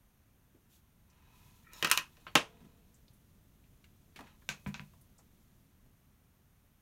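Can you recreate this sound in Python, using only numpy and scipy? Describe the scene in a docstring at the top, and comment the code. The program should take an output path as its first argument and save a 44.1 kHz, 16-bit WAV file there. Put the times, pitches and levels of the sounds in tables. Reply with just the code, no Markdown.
"""Low rumble and faint microphone hiss fill a small, dry room, and a hand bumps softly on a wooden table.
A box of watercolour pans is lifted, scrapes and lands in a short clatter, then its lid snaps shut.
Hands fetch a brush and pick up a plastic palette, which clicks and bumps the tabletop.
Box, lid and palette hits are noise bursts in the object's colour, layered with its ringing modes
and the wood below; slides and swishes are filtered noise that swells with each stroke."""
import sys
import numpy as np
from scipy import signal
from scipy.fft import rfft, irfft, next_fast_len
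from scipy.io import wavfile
from scipy.ndimage import map_coordinates

SR = 44100
rng = np.random.default_rng(int(sys.argv[2]) if len(sys.argv) > 2 else 0)


def master_out(mix):
    """Clip the mix to full scale and print it as 16-bit PCM to the path in sys.argv[1]."""
    frames = np.transpose(np.atleast_2d(mix))
    ceiling = np.clip(frames, -1, 1)
    pcm = np.round(ceiling * 32767).astype(np.int16)
    wavfile.write(sys.argv[1], SR, pcm)


N = 300321
T = np.arange(3 * SR // 4) / SR  # seconds after a contact

# colours of the room tone and the rubbing layers: freq_hz, gain_db
RUMBLE_EQ = [(12, -34.5), (20, -6), (80, -4.5), (134, -7), (168, -10), (210, -10), (300, -18.5),
             (455, -24.5), (505, -28.5), (700, -28.5), (910, -53), (1540, -120)]
HISS_EQ = [(200, -10), (500, 3), (1000, 5.5), (2200, 1), (3500, -2), (4900, -7), (6300, -2), (7800, -7.5),
           (9500, -1.5), (10400, -7.5), (11500, -0.5), (12600, 0), (14000, -1.5), (16000, -4)]
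SLIDE_EQ = [(200, -16), (750, -7.5), (1000, 5), (1150, -6.5), (1300, -1), (1500, -4), (1850, -1.5),
            (2100, -9), (2500, -5), (3000, -7), (3400, -12.5), (4500, -18), (12000, -29.5)]
SWISH_EQ = [(1000, -17), (3500, 2.5), (5000, -3), (6500, 1), (8500, -4), (13000, 0.5), (16000, -4)]
# colours of the hits (each body's damped vibration, wood knock, bright crack): freq_hz, gain_db
BOX_EQ = [(200, -30.5), (780, -17.5), (1080, -1), (1700, -0.5), (2150, -6), (2800, 4), (3500, -7),
          (6200, -11), (8000, -25.5), (16000, -31.5)]
LID_EQ = [(200, -17.5), (550, -7.5), (1150, -0.5), (2000, -3), (2900, 1), (4200, -8.5), (5400, -10),
          (6500, -11.5), (8200, -19), (9900, -18), (10700, -26), (12200, -21.5), (16000, -28.5)]
PALETTE_EQ = [(150, -11), (450, -11), (900, -7.5), (1600, -2.5), (2050, -2.5), (2500, 3.5), (3100, -6),
              (4200, -5.5), (5000, -10.5), (6500, -5), (8500, -18), (15000, -14)]
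KNOCK_EQ = [(40, -22.5), (100, -12), (160, 1.5), (400, -4.5), (650, -1.5), (1200, -20), (4000, -52)]
CRACK_EQ = [(2000, -32), (5500, -4), (7000, 2.5), (8000, -4), (9800, 0), (10700, -7.5), (12000, 0.5),
            (16000, -10)]
# the room's short tail: freq_hz, t60_s
ROOM_DECAY = [(100, 0.4), (400, 0.28), (1500, 0.19), (5000, .18), (10000, 0.19), (16000, .13)]
# ringing modes of each object, and the faint tail of the snap: pitch_hz, level_db, t60_s
BOX_MODES = [(1030, -2, 0.1), (1300.6, -5.5, 0.11), (1510, -8, .08), (1595, -4.5, .08), (1865, -0.5, .1),
             (2000, -6, 0.12), (2410, 1, .07), (2550, -2.5, 0.15), (2844, 2, 0.073), (3870, 1, 0.029),
             (4280, -9.5, 0.09), (5560, -13, .07), (6070, -7.5, 0.064), (6900, -11, 0.063)]
LID_MODES = [(1068, -1, 0.12), (1276, 1.5, 0.088), (1561, -3, 0.1), (1950, -11, 0.122), (2179, -10, 0.13),
             (2484, -4, 0.1), (2708, -3.5, .14), (2990, -6.5, .1), (3230, -5, 0.091), (3718, -9.5, 0.12),
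             (3761, -11, 0.09), (4450, -9, 0.15), (6260, -12, .12)]
PALETTE_MODES = [(964, -3, 0.14), (1123, -10, 0.14), (1544, 7, 0.065), (2310, 5.5, 0.082),
                 (2550, -12.5, 0.41), (3180, -26, .14)]
WOOD_UNDER_PALETTE = [(145, -2.5, 0.27), (198.8, 0.5, 0.21), (225, -4, 0.16), (818, -17, 0.1),
                      (1000, -11, 0.14)]
WOOD_UNDER_BOX = [(125, -8.5, 0.048), (157.2, -1, .13), (200, -4.5, 0.054), (275, -4, .08), (338, 6, 0.078),
                  (469, 1.5, 0.12), (590, 1, 0.085)]
SNAP_TAIL = [(440, -62.5, 1.5), (484.2, -63, 1.5), (700, -66, 1.1), (680, -66.5, 1.6), (3260, -65, .7),
             (3530, -63, 0.57)]
# things slide in the hand or on wood; skin brushes paper and table: start_s, length_s, level_db
OBJECT_SLIDES = [(1.05, 0.75, -71), (1.7, 0.18, -60.5), (1.78, 0.31, -52.5), (2.0, 1, -72),
                 (4.14, 0.26, -65)]
SKIN_SWISHES = [(.69, 0.13, -68.5), (1.27, .53, -70), (1.71, .3, -59.5), (1.95, 0.56, -74),
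                (4.3, 0.96, -73), (5.15, .7, -80.5)]
# the box's edge catches, first low, then in a thin squeak: start_s, length_s, level_db, pitch_hz
EDGE_SCRAPES = [(1.637, 0.19, -62.5, 1334), (1.722, .11, -61.5, 3850)]
# resonances of that scrape: pitch_ratio, level_db
EDGE_PARTIALS = [(1, 0), (1.39, -0.5), (1.76, -3.5)]
# light touches of hands, wooden brush handle and fingertips: start_s, level_db, centre_hz, t60_s
HAND_BUMPS = [(.546, -50, 315, .12), (2.605, -43.5, 190, .16), (2.645, -43.5, 190, .12),
              (4.16, -44.5, 229.9, .22), (4.195, -40, 220, 0.33), (5.86, -49, 148, .08)]
HANDLE_KNOCKS = [(3.842, -52, 2260, .055), (4.16, -40, 2400, .11), (4.19, -38.5, 1090, .05),
                 (4.207, -40.5, 744, 0.057), (4.27, -50.5, 1900, .14), (4.42, -56, 1300, .1),
                 (4.935, -55, 750, 0.038), (5.19, -55, 780, 0.12)]
FINGER_TICKS = [(1.1, -61.5, 5900, .06), (2.942, -56, 7350, .13), (3.081, -57, 4100, .03),
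                (3.134, -59, 11000, .17), (3.639, -63, 2615, .07), (5.011, -55.5, 11100, .1),
                (5.181, -53.5, 6820, .11)]
# the palette clicks and taps: start_s, click_db, thump_db, brightness_hz, relative_ring_db
PALETTE_TAPS = [(4.49, -22.5, -44, 10000, 0.5), (4.6622, -29.5, -32.5, 2260, -2),
                (4.677, -54, -46, 4500, 5), (4.7428, -30.5, -46.5, 6000, 0),
                (4.7954, -31, -43.5, 3140, -11)]
# the lid is nudged, shuts and settles: start_s, level_db, relative_knock_db, brightness_hz
LID_HITS = [(2.267, -33.5, -22.5, 3230), (2.2794, -40.5, -21.5, 4600), (2.3534, -6, -19.5, 14000),
            (2.3742, -21.5, -17, 16000)]
# the box lands and its pans rattle: start_s, level_db, relative_knock_db, relative_crack_db
BOX_HITS = [(1.7339, -44.5, -20, -6), (1.826, -14.5, -23, -23), (1.8465, -11, -27, -22.5),
            (1.8724, -22.5, -29.5, -21.5), (1.8992, -23, -37, -15.5), (1.914, -7, -42, -12.5),
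            (1.922, -16.5, -38.5, -26.5), (1.9747, -12.5, -47.5, -16.5), (1.9874, -28, -24, -20),
            (2.169, -50, -14.5, -33.5)]


def amp(db):
    """Decibels to gain."""
    return 10 ** (np.asarray(db) / 20)


def unit(x):
    """Scale to rms 1."""
    return x / np.sqrt(np.mean(x ** 2) + 1e-20)


def unit_hit(x):
    """Scale a transient to the energy of 10 ms at rms 1."""
    return x / np.sqrt(np.sum(x ** 2) / (SR / 100) + 1e-20)


def along(points, hz):
    """Read a curve of (freq_hz, value) points on a log frequency axis."""
    freqs, values = np.transpose(points)
    return np.interp(np.log(hz + 1), np.log(freqs), values)


def bell(hz, centre_hz, octaves):
    """Gain in dB of one resonance, 6 dB down at `octaves` either side."""
    return -20 * np.log10(1 + (np.log2((hz + 1) / centre_hz) / octaves) ** 2)


def shaped(x, gain_db):
    """Minimum-phase EQ from a gain function of frequency: nothing rings ahead of an attack."""
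    size = 2 * next_fast_len(len(x) // 2 + 4096)
    gain = amp(gain_db(np.fft.rfftfreq(size, 1 / SR)))
    cepstrum = irfft(np.log(np.maximum(gain, 1e-6)), size)
    cepstrum[1:size // 2] *= 2
    cepstrum[size // 2 + 1:] = 0
    return irfft(rfft(x, size) * np.exp(rfft(cepstrum)), size)[:len(x)]


def coloured(x, eq):
    """Run x through an EQ table."""
    return shaped(x, lambda hz: along(eq, hz))


def softened(x, brightness_hz):
    """Low-pass: a softer contact loses its treble."""
    return shaped(x, lambda hz: -10 * np.log10(1 + (hz / brightness_hz) ** 6))


def fade(t60_s):
    """Exponential decay of 60 dB in t60_s."""
    return np.exp(-np.log(1000) * T / t60_s)


def burst(t60_s):
    """Dying noise: many overlapping modes."""
    return rng.standard_normal(len(T)) * fade(t60_s)


def mode(hz, db, t60_s):
    """One dying sine."""
    return amp(db) * np.sin(2 * np.pi * hz * T) * fade(t60_s)


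def ring(modes):
    """Damped modes, struck at slightly new strengths and random signs each time."""
    strengths = rng.choice([-1, 1], len(modes)) * amp(rng.standard_normal(len(modes)))
    return unit_hit(sum(strength * mode(*row) for strength, row in zip(strengths, modes)))


def contact(eq, t60_s, wet_db):
    """A quickly damped vibration and the diffuse answer of the walls, both in the body's colour."""
    hz, t, bands = signal.stft(rng.standard_normal(len(T)), SR, nperseg=256)
    decay = np.exp(-np.log(1000) * t / along(ROOM_DECAY, hz)[:, None])
    walls = signal.istft(bands * decay, SR, nperseg=256)[1][:len(T)]
    walls *= 1 - np.exp(-(T / 0.0038) ** 2)  # reflections take a moment to build
    return unit_hit(coloured(unit_hit(burst(t60_s)) + amp(wet_db) * unit_hit(walls), eq))


def friction(grain_db, rate_hz):
    """Grainy rubbing noise: its level flutters along a smooth random curve."""
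    noise = rng.standard_normal(N)
    knots = rng.standard_normal(int(N * rate_hz / SR) + 4)
    flutter = map_coordinates(knots, [np.arange(N) * rate_hz / SR])
    return noise * amp(grain_db * flutter)


def strokes(rows, skew=0.73, sharpness=1.2):
    """Rubbing envelope: each stroke speeds up and slows down, peaking early for a skew under 1."""
    t = np.arange(N) / SR
    power = np.zeros(N)
    for start_s, length_s, db in rows:
        progress = np.clip((t - start_s) / length_s, 0, 1) ** skew
        arch = np.abs(np.sin(np.pi * progress)) ** sharpness
        power += (amp(db) * arch) ** 2
    return np.sqrt(power)


def reach(start_s=0.89, end_s=6.55, rise_s=0.7, fall_s=1.55):
    """Arm movement across the table and back, 0 to 1: rise, hold, fall."""
    t = np.arange(N) / SR
    return np.clip(np.minimum((t - start_s) / rise_s, (end_s - t) / fall_s), 0, 1)


def add(track, start_s, sound):
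    """Mix a sound into the track at start_s."""
    part = track[max(round(start_s * SR), 0):][:len(sound)]
    part += sound[:len(part)]


def room_tone():
    """The bed: low rumble, stronger while the arms move, and even microphone hiss."""
    rumble = amp(-68 + 4 * reach()) * unit(coloured(rng.standard_normal(N), RUMBLE_EQ))
    hiss = amp(-74.5) * unit(coloured(rng.standard_normal(N), HISS_EQ))
    return rumble + hiss


def skin_swishes():
    """Skin brushes paper and table in airy strokes, over a faint swish that follows the arms."""
    swish = unit(coloured(friction(grain_db=1.1, rate_hz=71), SWISH_EQ))
    return np.hypot(strokes(SKIN_SWISHES), amp(-79.5) * reach()) * swish


def slides():
    """Friction against hands and table sets the box's modes singing faintly."""
    rub = friction(grain_db=1.7, rate_hz=370)
    gripped_ring = ring(BOX_MODES) * fade(t60_s=0.064)
    hollow = unit(signal.fftconvolve(rub, gripped_ring)[:N])
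    surface = unit(coloured(rub, SLIDE_EQ))
    return strokes(OBJECT_SLIDES) * unit(surface + amp(-5) * hollow)


def edge_scrapes():
    """The box's dragged edge sticks and slips, exciting three narrow resonances."""
    out = np.zeros(N)
    for start_s, length_s, db, pitch_hz in EDGE_SCRAPES:
        def resonances(hz):
            return np.max([level_db + bell(hz, ratio * pitch_hz, octaves=0.066)
                           for ratio, level_db in EDGE_PARTIALS], axis=0)
        slips = friction(grain_db=3, rate_hz=250)
        out += strokes([(start_s, length_s, db)]) * unit(shaped(slips, resonances))
    return out


def touches(rows, octaves):
    """Light, damped bumps, knocks or ticks, each with one broad resonance."""
    out = np.zeros(N)
    for start_s, db, centre_hz, t60_s in rows:
        scuff = contact([(20, 0), (20000, 0)], t60_s, wet_db=-7)  # flat EQ
        touch = shaped(scuff, lambda hz: bell(hz, centre_hz, octaves))
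        add(out, start_s, amp(db - 10) * unit_hit(touch))
    return out


def palette():
    """Plastic clicks, duller for softer contacts; the heavy tabletop swells in behind them."""
    out = np.zeros(N)
    swell = 1 - np.exp(-(T / 0.0077) ** 2)
    for start_s, click_db, thump_db, brightness_hz, ring_db in PALETTE_TAPS:
        t60_s = 0.011 * amp(ring_db / 2)  # a firm grip damps the click along with its ring
        body = amp(-10) * contact(PALETTE_EQ, t60_s, wet_db=ring_db - 3)
        click = softened(body + amp(ring_db - 17) * ring(PALETTE_MODES), brightness_hz)
        wood = ring(WOOD_UNDER_PALETTE)
        low_end = shaped(burst(t60_s=0.16), lambda hz: bell(hz, centre_hz=72, octaves=0.91))
        thump = unit_hit((wood + amp(-9) * unit_hit(low_end)) * swell)
        add(out, start_s, amp(click_db) * click + amp(thump_db) * thump)
    return out


def table_knock():
    """A hard blow wakes the tabletop's upper modes, which peak just after the contact."""
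    wood = ring(WOOD_UNDER_BOX) * (1 - np.exp(-T / 0.0033))
    thud = unit_hit(coloured(burst(t60_s=0.19), KNOCK_EQ))
    return unit_hit(wood + amp(-4) * thud)


def lid_snap():
    """The lid is nudged, then shuts in one heavy blow that drives the table and leaves a faint ring."""
    out = np.zeros(N)
    for start_s, db, knock_db, brightness_hz in LID_HITS:
        body = amp(-12.5) * contact(LID_EQ, t60_s=0.04, wet_db=-5)
        crack = amp(-26.5) * unit_hit(coloured(burst(t60_s=0.013), CRACK_EQ))
        hit = body + crack + amp(-15) * ring(LID_MODES) + amp(knock_db) * table_knock()
        add(out, start_s, amp(db) * softened(hit, brightness_hz))
    # close pairs of lightly damped modes beat on after the hardest blow
    hardest_s = max(LID_HITS, key=lambda row: row[1])[0]
    add(out, hardest_s, sum(mode(*row) for row in SNAP_TAIL))
    return out


def box_clatter():
    """Each hard contact shakes the box and its loose pans, cracks brightly and knocks the wood below."""
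    out = np.zeros(N)
    for start_s, db, knock_db, crack_db in BOX_HITS:
        body = amp(-15.5) * contact(BOX_EQ, t60_s=0.028, wet_db=-7)
        crack = amp(crack_db - 4.5) * contact(CRACK_EQ, t60_s=0.018, wet_db=-11)
        hit = body + crack + amp(-17.5) * ring(BOX_MODES) + amp(knock_db - 0.5) * table_knock()
        add(out, start_s, amp(db) * hit)
    return out


def scene():
    """Everything on and around the table, in close-up mono."""
    hits = box_clatter() + lid_snap() + palette()
    hands = touches(HAND_BUMPS, octaves=0.54)
    brush = touches(HANDLE_KNOCKS, octaves=0.74)
    fingers = touches(FINGER_TICKS, octaves=0.37)
    rubbing = slides() + skin_swishes() + edge_scrapes()
    return (hits + hands + brush + fingers + rubbing + room_tone())[None]


def record(dry, cutoff_hz=15900):
    """A brick-wall low-pass takes the very top off the mix."""
    size = next_fast_len(N + SR // 2)
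    hz = np.fft.rfftfreq(size, 1 / SR)
    return irfft(rfft(dry, size) / np.sqrt(1 + (hz / cutoff_hz) ** 200), size)[..., :N]


dry = scene()
out = record(dry)
master_out(out)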